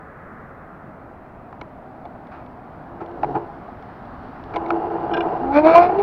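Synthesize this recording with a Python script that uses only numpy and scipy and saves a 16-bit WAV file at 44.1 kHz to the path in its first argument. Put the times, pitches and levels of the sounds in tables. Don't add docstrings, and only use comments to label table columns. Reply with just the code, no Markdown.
import sys
import numpy as np
from scipy import signal
from scipy.fft import rfft, irfft
from scipy.io import wavfile
from scipy.ndimage import uniform_filter1d

SR = 44100
rng = np.random.default_rng(int(sys.argv[2]) if len(sys.argv) > 2 else 0)


def int16_out(signal):
    q = np.round(np.clip(np.atleast_2d(signal).T, -1, 1) * 32767)
    wavfile.write(sys.argv[1], SR, q.astype(np.int16))


N = 265658
TIME = np.arange(N) / SR


def from_db(db):
    return 10 ** (np.asarray(db) / 20)


def unit_rms(x):
    return x / np.sqrt(np.mean(x ** 2) + 1e-20)


def add(mix, start_s, sound):
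    part = mix[round(start_s * SR):][:len(sound)]
    part += sound[:len(part)]


def spectrum_gain(spectrum, hz):
    points_hz, db = np.transpose(spectrum)
    return from_db(np.interp(np.log(hz + 1), np.log(points_hz + 1), db))


def drift(rate_hz):
    hz = np.fft.rfftfreq(N, 1 / SR)
    return unit_rms(irfft(rfft(rng.standard_normal(N)) / (1 + (hz / rate_hz) ** 4), N))


def wash(spectrum, patchy_db):
    hz = np.fft.rfftfreq(2048, 1 / SR)
    real, imag, patches = rng.standard_normal((N // 512 + 5, len(hz), 3)).T
    patches = uniform_filter1d(patches, size=12, axis=0)
    patches = unit_rms(uniform_filter1d(patches, size=9, axis=1))
    frames = (real + 1j * imag) * spectrum_gain(spectrum, hz)[:, None] * from_db(patchy_db * patches)
    return unit_rms(signal.istft(frames, nperseg=2048, noverlap=1536)[1][:N])


def ring(force, modes, top_hz):
    out = np.zeros(len(force))
    for hz, width_hz, db in modes:
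        b, a = signal.iirpeak(hz, hz / width_hz, fs=SR)
        out += from_db(db) * signal.lfilter(b, a, signal.lfilter(b, a, force))
    return signal.sosfilt(signal.butter(2, top_hz, fs=SR, output="sos"), out)


def burst(length_s, modes, top_hz, rise_s=0.001):
    t = TIME[:SR // 6]
    pressure = (1 - np.exp(-t / rise_s)) * np.exp(-(t / length_s) ** 2)
    sound = ring(rng.standard_normal(len(t)) * pressure, modes, top_hz)
    return sound / abs(sound).max()


def swell(peak_s, db, rise_db_per_s, fall_db_per_s):
    return from_db(db - np.maximum(rise_db_per_s * (peak_s - TIME), fall_db_per_s * (TIME - peak_s)))


def held(start_s, length_s, db, attack_s, release_s):
    rise = np.minimum((TIME - start_s) / attack_s, 0)
    fall = np.maximum((TIME - start_s - length_s) / release_s, 0)
    return from_db(db) * np.exp(rise - fall)


def bell(peak_s, rise_s, fall_s):
    return np.exp(-((TIME - peak_s) / np.where(TIME < peak_s, rise_s, fall_s)) ** 2)


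# frequency in Hz, relative density in dB.
TRAFFIC_SPECTRUM = [(20, -8), (60, -1), (170, 0.5), (270, -1.5), (335, -4), (480, -6.5), (640, -3),
                    (950, -7.5), (1400, -14), (2000, -23), (2500, -29.5), (3000, -39), (4500, -53.5),
                    (7000, -58)]


def traffic(level_db=-42):
    return from_db(level_db) * wash(TRAFFIC_SPECTRUM, patchy_db=1.0)


def receding_car():
    spectrum_hz_db = [(300, -19), (450, -2.5), (800, -18.5), (1250, 0.5), (1950, -9.5),
                      (2900, -40.5), (6000, -53.5)]
    tyres = wash(spectrum_hz_db, patchy_db=0.0)
    return tyres * swell(peak_s=0.33, db=-44, rise_db_per_s=8, fall_db_per_s=12.5)


def bus_drone():
    modes = [(259.3, 31, 0.25), (634, 48, -1.1), (720.5, 100, -1.1)]
    drone = unit_rms(ring(rng.standard_normal(N), modes, top_hz=1500))
    return drone * swell(peak_s=2.09, db=-44, rise_db_per_s=7, fall_db_per_s=3.5)


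def passing(closest_db, loss_db_per_m, speed_m_per_s=9.74, lane_m=15.25, closest_s=6.4):
    distance_m = np.hypot(lane_m, speed_m_per_s * (TIME - closest_s))
    return from_db(closest_db - loss_db_per_m * (distance_m - lane_m)) * lane_m / distance_m


# frequency in Hz, relative density in dB.
ROAR_SPECTRUM = [(20, -10), (65, -1), (200, -4), (260, 2.5), (320, -5.5), (530, -10.5), (730, 1), (930, -5),
                 (1350, -7), (2300, -25.5), (3300, -34), (4400, -36), (5600, -45), (7200, -65.5)]
RUMBLE_SPECTRUM = [(12, -16.5), (30, -6), (60, 4.5), (100, -2.5), (160, -17), (300, -18.5), (1200, -65.5)]


def bus():
    roar = passing(closest_db=-33, loss_db_per_m=0.16) * wash(ROAR_SPECTRUM, patchy_db=-1.5)
    rumble = passing(closest_db=-41.5, loss_db_per_m=0.6) * wash(RUMBLE_SPECTRUM, patchy_db=4.5)
    return roar + rumble


# frequency in Hz, width in Hz, relative gain in dB.
LATCH_MODES = [(1196, 610, 27), (1620, 31, -13.5), (2220, 260, 13), (3060, 230, -1), (3450, 550, -2),
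               (3800, 910, -7.5), (5400, 760, -12.5)]


def latch_snap(centre_hz, length_s, focus_db=9):
    modes = [(hz, width_hz, db - focus_db * np.log2(hz / centre_hz) ** 2)
             for hz, width_hz, db in LATCH_MODES]
    return burst(length_s, modes, top_hz=6500)


# frequency in Hz, width in Hz, relative gain in dB.
CASE_MODES = [(165, 110, -10), (338.8, 23, 10), (427, 79, 1.5), (726.6, 174, 3), (803.5, 69, -0.5),
              (988, 43, -1), (1254, 190, -13), (1492, 66, -16.5), (2530, 130, -29.5), (2740, 250, -25),
              (4300, 610, -42.5)]
# start in seconds, body level in dB, snap level in dB,
# snap centre in Hz, length in seconds.
CASE_KNOCKS = [(1.526, -32, -31, 1930, 0.0038), (1.612, -26.5, -25, 3470, 0.0038),
               (2.051, -26.5, -41.5, 3320, 0.009), (2.314, -35.5, -33, 1700, 0.1),
               (3.004, -21, -31, 1700, 0.022), (3.06, -31, -45, 4960, 0.0026),
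               (3.2315, -7.5, -21.5, 1870, 0.0035), (3.242, -12, -26, 2300, 0.0046),
               (3.349, -13, -28, 1320, 0.024), (3.679, -28, -53.5, 1500, 0.011),
               (4.438, -35, -40, 4860, 0.0019), (4.536, -20.5, -26.5, 2220, 0.018),
               (4.558, -14, -24.5, 3400, 0.0097), (4.659, -21, -32.5, 3200, 0.0056),
               (4.704, -14.5, -12.5, 1870, 0.0034), (5.983, -34, -29.5, 3060, 0.032)]


def knocks(damping=1.27, full_push_s=0.022, thinning_db=4.0):
    out = np.zeros(N)
    for start_s, body_db, snap_db, centre_hz, length_s in CASE_KNOCKS:
        cut_db_per_octave = thinning_db * max(np.log2(full_push_s / length_s), 0)
        pressed = [(hz, width_hz * damping, db - cut_db_per_octave * max(np.log2(700 / hz), 0))
                   for hz, width_hz, db in CASE_MODES]
        body = from_db(body_db) * burst(length_s, pressed, top_hz=1400)
        add(out, start_s, body + from_db(snap_db) * latch_snap(centre_hz, length_s))
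    return out


def ticks(from_s=2, ticks_per_s=2.7, level_db=-48, spread_db=1.5):
    out = np.zeros(N)
    for slot_s in np.arange(from_s, TIME[-1], 1 / ticks_per_s):
        gain = from_db(level_db + spread_db * rng.standard_normal())
        start_s = slot_s + rng.random() / ticks_per_s
        add(out, start_s, gain * latch_snap(centre_hz=4800, length_s=0.0031))
    return out


def friction(slips_per_s=600, spread_db=2.5, smooth_share=0.051):
    size = from_db(spread_db * np.minimum(rng.exponential(1, N), 3))
    slips = size * (rng.random(N) < slips_per_s / SR) * rng.choice([-1, 1], N)
    return slips + smooth_share * rng.standard_normal(N)


# start in seconds, length in seconds, level in dB.
RUB_STROKES = [(3.002, 0.33, -37), (3.29, 0.075, -30), (4.574, 0.11, -28.5), (4.736, 0.71, -24),
               (5.147, 0.04, -21), (5.663, 0.39, -21)]


def rubbing(force, grit_db=-36):
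    scrape = unit_rms(ring(force, CASE_MODES, top_hz=2100))
    grit = from_db(grit_db) * unit_rms(ring(force, LATCH_MODES, top_hz=4150))
    pressure = np.max([held(*stroke, attack_s=0.064, release_s=0.12) for stroke in RUB_STROKES], axis=0)
    return pressure * (scrape + grit)


def grip(force, thud_db=-15, brush_db=-38):
    boom = unit_rms(ring(force, [(139.6, 18, -2.0), (294, 45, -1), (462, 190, -9.0)], top_hz=900))
    thud = from_db(thud_db) * wash(RUMBLE_SPECTRUM, patchy_db=-5)
    brush = from_db(brush_db) * unit_rms(ring(force, [(4340, 1500, 0.66), (5600, 140, 0)], top_hz=6000))
    pressure = held(start_s=3.235, length_s=0.12, db=-32.5, attack_s=0.07, release_s=0.035)
    return pressure * (boom + thud + brush)


# frequency in Hz, width in Hz, relative gain in dB.
TWIST_MODES = [(1346, 170, 7.5), (1580, 60, 10), (2400, 140, 0.5), (2853, 117, 0.5), (2980, 200, -6),
               (3380, 190, -6), (4020, 110, -15), (4600, 660, -29), (5370, 240, -19)]
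# start in seconds, level in dB, length in seconds.
TWIST_BURSTS = [(5.111, -30, 0.0043), (5.134, -18, 0.012), (5.165, -20, 0.012), (5.204, -21.5, 0.0042),
                (5.219, -38, 0.01)]


def creak():
    out = np.zeros(N)
    for start_s, db, length_s in TWIST_BURSTS:
        add(out, start_s, from_db(db) * burst(length_s, TWIST_MODES, top_hz=7500))
    return out


# frequency in Hz, width in Hz, gain in dB.
WHINE_RESONANCES = [(267.6, 59, -3.5), (306, 35, 0.5), (404, 55, 2), (600.4, 26, 2.5), (634, 13, 1.5),
                    (678.6, 65, 6), (828.4, 34, 2.5), (917, 98, -5), (1019, 51, -4.5)]


def whine_tone(pitch_hz, phase, shimmer_db=1.0):
    tone = np.zeros(N)
    for k in range(1, 4):
        power = sum((from_db(db) / (1 + (2 * (k * pitch_hz - hz) / width_hz) ** 2)) ** 2
                    for hz, width_hz, db in WHINE_RESONANCES)
        flutter = from_db(k * shimmer_db * drift(rate_hz=63))
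        tone += np.sqrt(2 * power) * flutter * np.sin(k * phase)
    return tone


# frequency in Hz, relative density in dB.
RASP_SPECTRUM = [(300, -17), (500, 10.5), (800, 8), (1150, 5), (1450, 6), (1900, -10.5), (2360, 2.5),
                 (2900, -19.5), (4400, -16), (6000, -35.5), (8000, -53.5), (10500, -48), (14000, -66.5)]


def whine_rasp(pitch_hz, phase, upper_db=-1, hiss_db=2, pulse_depth=0.27, grain_db=2, smear_rad=1.0):
    upper = np.zeros(N)
    for k in range(4, 9):
        wobble_rad = smear_rad * drift(rate_hz=66)
        upper += spectrum_gain(RASP_SPECTRUM, k * pitch_hz) * np.sin(k * phase + wobble_rad)
    hiss = wash(RASP_SPECTRUM, patchy_db=2.5) * np.exp(pulse_depth * np.cos(phase))
    hiss *= from_db(grain_db * drift(rate_hz=420))
    return from_db(upper_db) * unit_rms(upper) + from_db(hiss_db) * unit_rms(hiss)


# peak time in seconds, rise in seconds, tone fall in seconds,
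# tone gain in dB, rasp gain in dB, rasp fall in seconds.
WHINE_SURGES = [(5.572, 0.036, 0.031, -13, -23.5, 0.03), (5.67, 0.032, 0.046, -12, -24.5, 0.16),
                (5.775, 0.036, 0.041, -11, -25, 0.038), (5.82, 0.015, 0.067, -15.5, -26.5, 0.042),
                (5.996, 0.018, 0.021, -16.5, -57, 0.02)]


def whine(start_s=5.4, attack_s=0.023, start_hz=247.6, climb_hz_per_s=268, jitter=0.0044, floor_db=-24):
    sag_hz = 13 * bell(peak_s=5.87, rise_s=0.1114, fall_s=0.1114)
    pitch_hz = start_hz + climb_hz_per_s * np.maximum(TIME - start_s, 0) - sag_hz
    phase = 2 * np.pi * np.cumsum(pitch_hz * (1 + jitter * drift(rate_hz=86))) / SR
    tone_power, rasp_power = from_db(floor_db) ** 2, 0
    for peak_s, rise_s, tone_fall_s, tone_db, rasp_db, rasp_fall_s in WHINE_SURGES:
        tone_power += (from_db(tone_db) * bell(peak_s, rise_s, tone_fall_s)) ** 2
        rasp_power += (from_db(rasp_db) * bell(peak_s, rise_s, rasp_fall_s)) ** 2
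    tone = np.sqrt(tone_power) * whine_tone(pitch_hz, phase)
    rasp = np.sqrt(rasp_power) * whine_rasp(pitch_hz, phase)
    return (tone + rasp) * np.clip((TIME - start_s) / attack_s, 0, 1)


def case_wall(blows, cutoff_hz=6000):
    return signal.sosfilt(signal.butter(4, cutoff_hz, fs=SR, output="sos"), blows)


def scene(hiss_db=-80):
    hiss = from_db(hiss_db) * rng.standard_normal(N)
    road = traffic() + receding_car() + bus_drone() + bus()
    force = friction()
    handling = rubbing(force) + grip(force)
    return (hiss + road + handling + whine() + case_wall(knocks() + creak() + ticks()))[None]


def record(dry, knee=12, band_limit_hz=15750):
    clipped = dry / (1 + dry ** knee) ** (1 / knee)
    lowpass = signal.firwin(511, band_limit_hz, window=("kaiser", 9), fs=SR)
    return signal.oaconvolve(clipped, lowpass[None], "same")


dry = scene()
out = record(dry)
int16_out(out)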